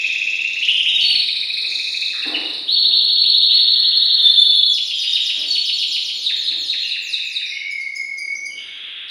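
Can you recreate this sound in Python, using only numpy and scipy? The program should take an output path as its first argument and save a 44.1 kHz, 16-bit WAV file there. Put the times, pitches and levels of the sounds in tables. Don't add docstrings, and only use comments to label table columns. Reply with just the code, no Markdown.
import sys
import numpy as np
from scipy import signal
from scipy.fft import rfft, irfft
from scipy.io import wavfile
from scipy.ndimage import uniform_filter1d, minimum_filter1d, map_coordinates

SR = 44100
rng = np.random.default_rng(int(sys.argv[2]) if len(sys.argv) > 2 else 0)


def inscribe(sig):
    pcm = np.round(np.clip(np.atleast_2d(sig).T, -1, 1) * 32767)
    wavfile.write(sys.argv[1], SR, pcm.astype(np.int16))


N = 401310

GESTURES = { "flick": [(0, 4960, -10), (2.5, 5430, -0.5), (5.5, 6690, -2), (9, 7840, 5)],
            "pip": [(0, 1680, -27), (6, 2260, -10), (12.5, 2660, 5), (19, 2820, -3)],
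            "rise": [(0, 1543, -28), (6.04, 2300, -3.5), (14.55, 2750, 4.5), (18.96, 3100, -3.5),
            (28, 3450, -5.5)], "tick": [(0, 6900, -25), (3.96, 5700, -16.5), (9.18, 4800, -9),
            (13.5, 4350, -2), (18.03, 3950, -1.5), (21.78, 3520, -6)], "slur": [(0, 2650, -21.5),
            (9.99, 3220, -6), (18.06, 3560, 1), (30.4, 3950, 0), (40.93, 4160, -1), (48.9, 4360, 3),
            (64.1, 4420, -6.5)], "whistle": [(0, 3660, -12), (20, 3610, -3), (55, 3560, 0), (85, 3515, -3),
            (100, 3470, -16)], "dive": [(0, 7600, -18), (22.03, 6900, -17), (41.82, 5900, -9),
            (55.36, 5200, -7), (66.3, 4500, -10.5), (77, 4000, -5), (82.8, 3150, 0), (89.9, 2880, -4.5),
            (96.1, 2140, -13.5)], "swoop": [(0, 7600, -19), (50, 6550, -11), (68, 5700, -18),
            (90, 5100, -10), (112, 4450, -10), (121, 4100, 2.5), (133, 3800, 1.5), (142, 3550, -9)],
            "drop": [(0, 2900, -1), (8.83, 2650, 3.5), (18.12, 2000, -9), (27.14, 1550, -12.5)],
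            "chip": [(0, 5250, -6), (5, 5100, 0), (17, 4900, -5)], "squeak": [(0, 6050, -2.5),
            (6, 6750, 3.5), (11, 7000, 1.5), (17, 6600, -5)], "peep": [(0, 3850, -7), (8.3, 4050, 3),
            (17.9, 3950, -2.5), (29.3, 3650, 5.5)], "blip": [(0, 2850, 1), (8, 2450, 2), (15.1, 1890, -5.5),
            (21.9, 1620, -4)], "zip": [(0, 7100, -4.5), (10.1, 6600, 1), (20.2, 5800, -2), (28, 5000, -2)],
            }
OVERTONES = {"flick": (-32, -70), "pip": (-46, -57), "rise": (-39, -42.5), "tick": (-27.5, -39),
             "slur": (-39, -42), "whistle": (-32, -37.5), "dive": (-30, -34.5), "swoop": (-25.5, -45),
             "drop": (-62.5, -63), "chip": (-23.5, -33), "squeak": (-38, -60), "peep": (-29, -41),
             "zip": (-32, -60), "blip": (-51, -56)}
# syllable, place, start_a_s, start_b_s, repeats (count),
# slowing (growth of the gaps from a to b, as a share of the mean gap; negative shrinks them),
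# level_a_db, level_b_db, middle_swell_db, pitch_a_factor, pitch_b_factor, length_factor
TRILLS = [ ("flick", "near", .0095, 1.007, 18, .067, -26.5, -23.5, -1, 0.96, .92, 0.88),
          ("pip", "near", .0326, .555, 10, .035, -19.5, -20, -2.7, 0.96, 1.003, 1),
          ("tick", "far", .03, .585, 9, -.3, -21, -23.5, -3, .83, 0.92, 1),
          ("rise", "near", .612, 1.096, 9, .013, -18.5, -20.5, -1, 1.055, 1.085, 1),
          ("peep", "near", .676, 1.074, 9, .02, -21.5, -26, -.5, .785, .805, 1),
          ("tick", "near", 1.098, 2.574, 35, .055, -20.5, -23, 1, 0.96, 0.95, 1),
          ("pip", "near", 1.141, 2.09, 14, .122, -28.5, -27.5, -0.6, .92, 0.95, 0.95),
          ("zip", "far", 1.677, 2.045, 6, .02, -29, -33, 1, 1, 1.01, 1),
          ("slur", "near", 2.6685, 4.6065, 24, .085, -18, -21.5, 2.4, 1.001, 0.99, 1),
          ("whistle", "near", 4.195, 4.645, 4, -.1, -16.5, -19.5, 3.6, 1.002, 0.96, 0.94),
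          ("dive", "near", 4.692, 6.0075, 11, .045, -20, -20, -.2, .97, .98, 0.99),
          ("slur", "far", 4.89, 5.89, 8, .02, -23.5, -23.5, 0.56, .85, .92, 1),
          ("slur", "far", 6.075, 6.745, 7, -0.11, -23.5, -25, -.5, .99, 0.97, 1.15),
          ("swoop", "near", 6.144, 7.24, 6, .07, -21.5, -22, -0.54, 0.96, 0.97, 0.98),
          ("blip", "near", 6.292, 7.397, 6, 0.065, -32.5, -34, -.5, 1.01, 1.06, 0.98),
          ("pip", "far", 6.821, 7.44, 9, -.08, -24.5, -26.5, -1, 1.04, .92, 0.99),
          ("zip", "far", 7.45, 6.3, 4, 0, -28, -40, 0, .87, 0.92, 1), ]
# time_s, pitch_hz, level_db
HOLLOW_ROLL = [(7.499, 2115, -29.5), (7.57, 2195, -22.5), (7.68, 2244, -23.5), (7.79, 2175, -25),
               (7.94, 2188, -28.5), (8.059, 2156, -28), (8.22, 2216, -25.5), (8.455, 2238, -23),
               (8.51, 2225, -44)]
# share_of_stroke, level_db
BUZZ_STROKE = [(0, -12), (.25, -13.5), (.45, -6), (.7, -2), (.87, 3), (1, -17.5)]
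# start_s, level_db
WINGBEATS = [(1.598, -45.5), (2.25, -28.5), (2.291, -41), (2.335, -37.5), (2.381, -39.5), (2.83, -41),
             (5.359, -42.5), (6.498, -46)]
# frequency_hz, density_db (per Hz)
WING_SPECTRUM = [(120, -51), (220, -21.5), (290, 4), (420, 0), (700, -4), (1200, -13), (2000, -13),
                 (4000, -19), (9000, -47.5)]
# frequency_hz, density_db (per Hz)
BACKGROUND_HISS_SPECTRUM = [(20, -11), (60, -2), (130, -5.5), (190, -4.5), (300, 1), (450, -1), (800, -7),
                            (1400, -11), (4000, -10), (10000, -25.5), (15000, -34.5)]
# time_s, level_db
BACKGROUND_HISS_LEVEL = [(0, -55), (2, -55.5), (2.9, -51), (4.3, -54.5), (5, -57.5), (6.6, -56), (7.7, -64),
                         (8.5, -57), (9.1, -62)]
# frequency_hz, decay_s
ROOM_T60 = [(250, 1), (1000, 1), (2500, 1), (4500, 0.97), (7000, 0.72), (10000, 0.87), (15000, 0.43)]
# delay_s, gain (factor)
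REFLECTIONS = [(.0034, .34), (.0098, 0.7), (.0142, 0.22), (.0205, 0.34), (.028, 0.32)]
# frequency_hz, gain_db
MICROPHONE = [(100, -1), (4500, 3), (6500, -8), (7400, -5), (8000, -3.5), (9500, 12.5), (11000, 2),
              (12000, -0.5), (13200, 1.5), (15000, 8)]
# start_s, end_s, place, level_db, attack_s, release_s, stroke_foot_hz, stroke_top_hz
BUZZES = [(3.547, 4.445, "far", -46.5, 0.26, 0.34, 806, 2204),
          (4.9, 5.55, "far", -49.5, .1, 0.34, 1200, 2200),
          (8.55, 9.11, "far", -32, 0.027, .005, 1252, 3880)]
# start_s, level_db
BUMPS = [(.87, -47.5), (.99, -46), (1.11, -51)]
# frequency_hz, density_db (per Hz)
BUMP_SPECTRUM = [(30, -25), (70, -13), (115, -3.5), (170, -9.5), (300, -15), (750, -12.5), (1300, -37),
                 (4000, -60)]
# frequency_hz, gain_db
DIRECT_PATH = [(300, -6), (1750, 2), (2200, 0), (2700, 3), (3200, -5), (3800, 3.5), (4400, -8), (5200, 3),
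               (6000, -4), (7200, -2), (11000, 2), (15000, 0)]
# start_s, syllable, place, level_db, pitch_factor, length_factor
SINGLE_CALLS = [ (.885, "peep", "near", -26, 0.95, 0.95), (.938, "whistle", "near", -20, 1.05, 0.46),
                (1.0, "whistle", "near", -19, 1.243, .55), (1.045, "whistle", "near", -20.5, 1.24, 1.1),
                (.995, "peep", "far", -24, 1.02, 1.2), (2.125, "drop", "far", -30, 0.7, 0.86),
                (2.22, "drop", "near", -28, 0.98, 1.22), (2.337, "drop", "near", -25.5, 1.083, 1.22),
                (3.233, "rise", "near", -27, 1.19, .9), (3.505, "drop", "far", -30, 1.11, 1.2),
                (4.185, "whistle", "far", -45.5, 1.5, .8), (4.92, "whistle", "far", -26.5, 1.355, 1.4),
                (5.44, "whistle", "far", -21.5, 1.236, 1.1), (5.58, "whistle", "far", -29, 1.218, 4),
                (7.545, "drop", "far", -29.5, 1.07, 1.16), (8.349, "squeak", "near", -28.5, 0.9, 1.6),
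                (8.48, "peep", "far", -40.5, .78, 1.2), (8.565, "peep", "near", -34, 0.77, .6),
                (9.078, "tick", "near", -27.5, 0.85, 1.54), ]
# start_s, level_db, pitch_factor
CHINKS = [(7.7, -33.5, 1), (7.797, -35.5, .92), (7.948, -26.5, 1.005), (8.172, -29, .955),
          (8.446, -30, .955)]


def amp(db):
    return 10 ** (np.asarray(db) / 20)


def read(points, hz):
    table_hz, value = np.transpose(points)
    return np.interp(np.log(hz + 1), np.log(table_hz), value)


def follow(rows, t):
    position, *columns = np.transpose(rows)
    return [np.interp(t, position, column) for column in columns]


def colour(x, points):
    hz = np.fft.rfftfreq(len(x), 1 / SR)
    return irfft(rfft(x) * amp(read(points, hz)), len(x))


def noise(points):
    x = colour(rng.standard_normal(N), points)
    return x / x.std()


def wander(t, per_s):
    knots = rng.standard_normal(512)
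    return map_coordinates(knots, [(t - t[0]) * per_s], order=3, mode="wrap")


def add(mix, start_s, sound):
    part = mix[max(round(start_s * SR), 0):][:len(sound)]
    part += sound[:len(part)]


def background_hiss(lift_db=0):
    level_db = follow(BACKGROUND_HISS_LEVEL, np.arange(N) / SR)[0]
    return noise(BACKGROUND_HISS_SPECTRUM) * amp(lift_db + level_db)


def song(place):
    trills = sum(trill(name, *row) for name, where, *row in TRILLS if where == place)
    singles = calls([(start_s, name, *row) for start_s, name, where, *row in SINGLE_CALLS if where == place])
    buzzes = sum(buzzy_roll(start_s, end_s, *row) for start_s, end_s, where, *row in BUZZES if where == place)
    return trills + singles + buzzes


def trill(name, start_a_s, start_b_s, repeats, slowing, a_db, b_db, swell_db,
          a_pitch, b_pitch, length, uneven_db=1.1):
    u = np.linspace(0, 1, round(repeats))
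    arch = u * (1 - u)
    starts = start_a_s + (start_b_s - start_a_s) * (u - slowing / 2 * arch)
    db = a_db + (b_db - a_db) * u + swell_db * arch / arch.max()
    db = db + uneven_db * rng.standard_normal(len(u))
    pitch = a_pitch + (b_pitch - a_pitch) * u
    return calls([(s, name, level_db, factor, length) for s, level_db, factor in zip(starts, db, pitch)])


def calls(rows):
    out = np.zeros(N)
    for start_s, name, db, pitch, length in rows:
        add(out, start_s, syllable(name, db, pitch, length))
    return out


def syllable(name, db, pitch, length=1, scatter=0.002994, tremor=0.0041, waver_db=2):
    gesture_ms = np.arange(0, GESTURES[name][-1][0], 1000 / SR / length)
    t = np.arange(len(gesture_ms)) / SR
    hz, shape_db = follow(GESTURES[name], gesture_ms)
    hz = hz * pitch * (1 + scatter * rng.standard_normal() + tremor * wander(t, 204.4))
    return syrinx(hz, db + shape_db + waver_db * wander(t, 112.7), *OVERTONES[name])


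def syrinx(hz, db, second_db, third_db):
    phase = 2 * np.pi * np.cumsum(hz) / SR
    tone = np.sin(phase)
    for k, level_db in enumerate([second_db, third_db], 2):
        below_nyquist = k * hz < SR / 2
        tone += amp(level_db) * np.sin(k * phase) * below_nyquist
    ends = signal.windows.tukey(len(hz), min(1, 0.0051 * SR / len(hz)))
    return tone * amp(db) * ends


def puffs(rows, spectrum, swell_s):
    t, push = np.arange(N) / SR, np.zeros(N)
    for start_s, db in rows:
        age = np.maximum(t - start_s, 0) / swell_s
        push += amp(db) * age * np.exp(1 - age)
    return push * noise(spectrum)


def bumps():
    return puffs(BUMPS, BUMP_SPECTRUM, swell_s=0.013)


def wingbeats():
    return puffs(WINGBEATS, WING_SPECTRUM, swell_s=0.0079)


def buzzy_roll(start_s, end_s, db, attack_s, release_s, foot_hz, top_hz, strokes_per_s=70, uneven_db=3.5):
    t = np.arange(start_s, end_s, 1 / SR)
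    envelope = np.clip(np.minimum((t - start_s) / attack_s, (end_s - t) / release_s), 0, 1)
    stroke = np.cumsum(strokes_per_s * (1 + 0.15 * wander(t, 45))) / SR % 1
    hz = foot_hz + (top_hz - foot_hz) * stroke
    db = db + uneven_db * wander(t, 90) + follow(BUZZ_STROKE, stroke)[0]
    tone = syrinx(hz, db, second_db=-37.0, third_db=-48.5)
    edge = np.minimum(1, 10 * np.minimum(stroke, 1 - stroke))
    out = np.zeros(N)
    add(out, start_s, envelope * tone * np.sin(np.pi / 2 * edge) ** 2)
    return out


def hollow_roll(pulses_per_s=42, swing_hz=30, dip_db=18, accent_db=2.5):
    t = np.arange(HOLLOW_ROLL[0][0], HOLLOW_ROLL[-1][0], 1 / SR)
    hz, db = follow(HOLLOW_ROLL, t)
    beat = 2 * np.pi * np.cumsum(pulses_per_s * (1 + .1 * wander(t, 25.05))) / SR
    db = db + dip_db * (np.cos(beat) - 1) / 2 + accent_db * wander(t, 35.3)
    hz = hz + swing_hz * np.sin(beat) + 18 * wander(t, 50)
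    out = np.zeros(N)
    add(out, t[0], syrinx(hz, db, second_db=-34, third_db=-40))
    return out


def chinks(chip_lag_s=.008, squeak_db=-5.5, squeak_pitch=.98):
    high = calls([(s, "squeak", db + squeak_db, pitch * squeak_pitch, 1) for s, db, pitch in CHINKS])
    low = calls([(s + chip_lag_s, "chip", db, pitch, 1) for s, db, pitch in CHINKS])
    return high + low


def echo_tail(build_s):
    hz, t, z = signal.stft(rng.standard_normal(int(SR * 1.2)), SR, nperseg=256)
    decay = amp(-60 * t / read(ROOM_T60, hz)[:, None])
    tail = signal.istft(z * decay, SR, nperseg=256)[1]
    tail *= 1 - np.exp(-np.arange(len(tail)) / SR / build_s)
    return tail / np.linalg.norm(tail)


def room(near, far, tail_db=1, build_s=0.022, far_direct_db=-9):
    x, lead = near + far, round(.29 * SR)
    tail = signal.fftconvolve(np.r_[x[:lead], x], echo_tail(build_s))
    out = amp(tail_db) * tail[lead:lead + N]
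    early = near + amp(far_direct_db) * far
    add(out, .001, .95 * colour(early, DIRECT_PATH))
    for delay_s, gain in REFLECTIONS:
        add(out, delay_s, gain * early)
    return out


def scene():
    near = song("near") + chinks() + hollow_roll()
    far = song("far") + wingbeats() + bumps()
    return (room(near, far) + background_hiss(lift_db=1.5))[None]


def record(dry, ceiling=.86, edge_hz=15750):
    heard = colour(dry[0], MICROPHONE)
    allowed = np.minimum(1, ceiling / (abs(heard) + 1e-9))
    heard = heard * uniform_filter1d(minimum_filter1d(allowed, size=200), size=200)
    low_pass = signal.firwin(511, edge_hz, window=("kaiser", 9), fs=SR)
    return signal.oaconvolve(heard, low_pass, "same")[None]


dry = scene()
out = record(dry)
inscribe(out)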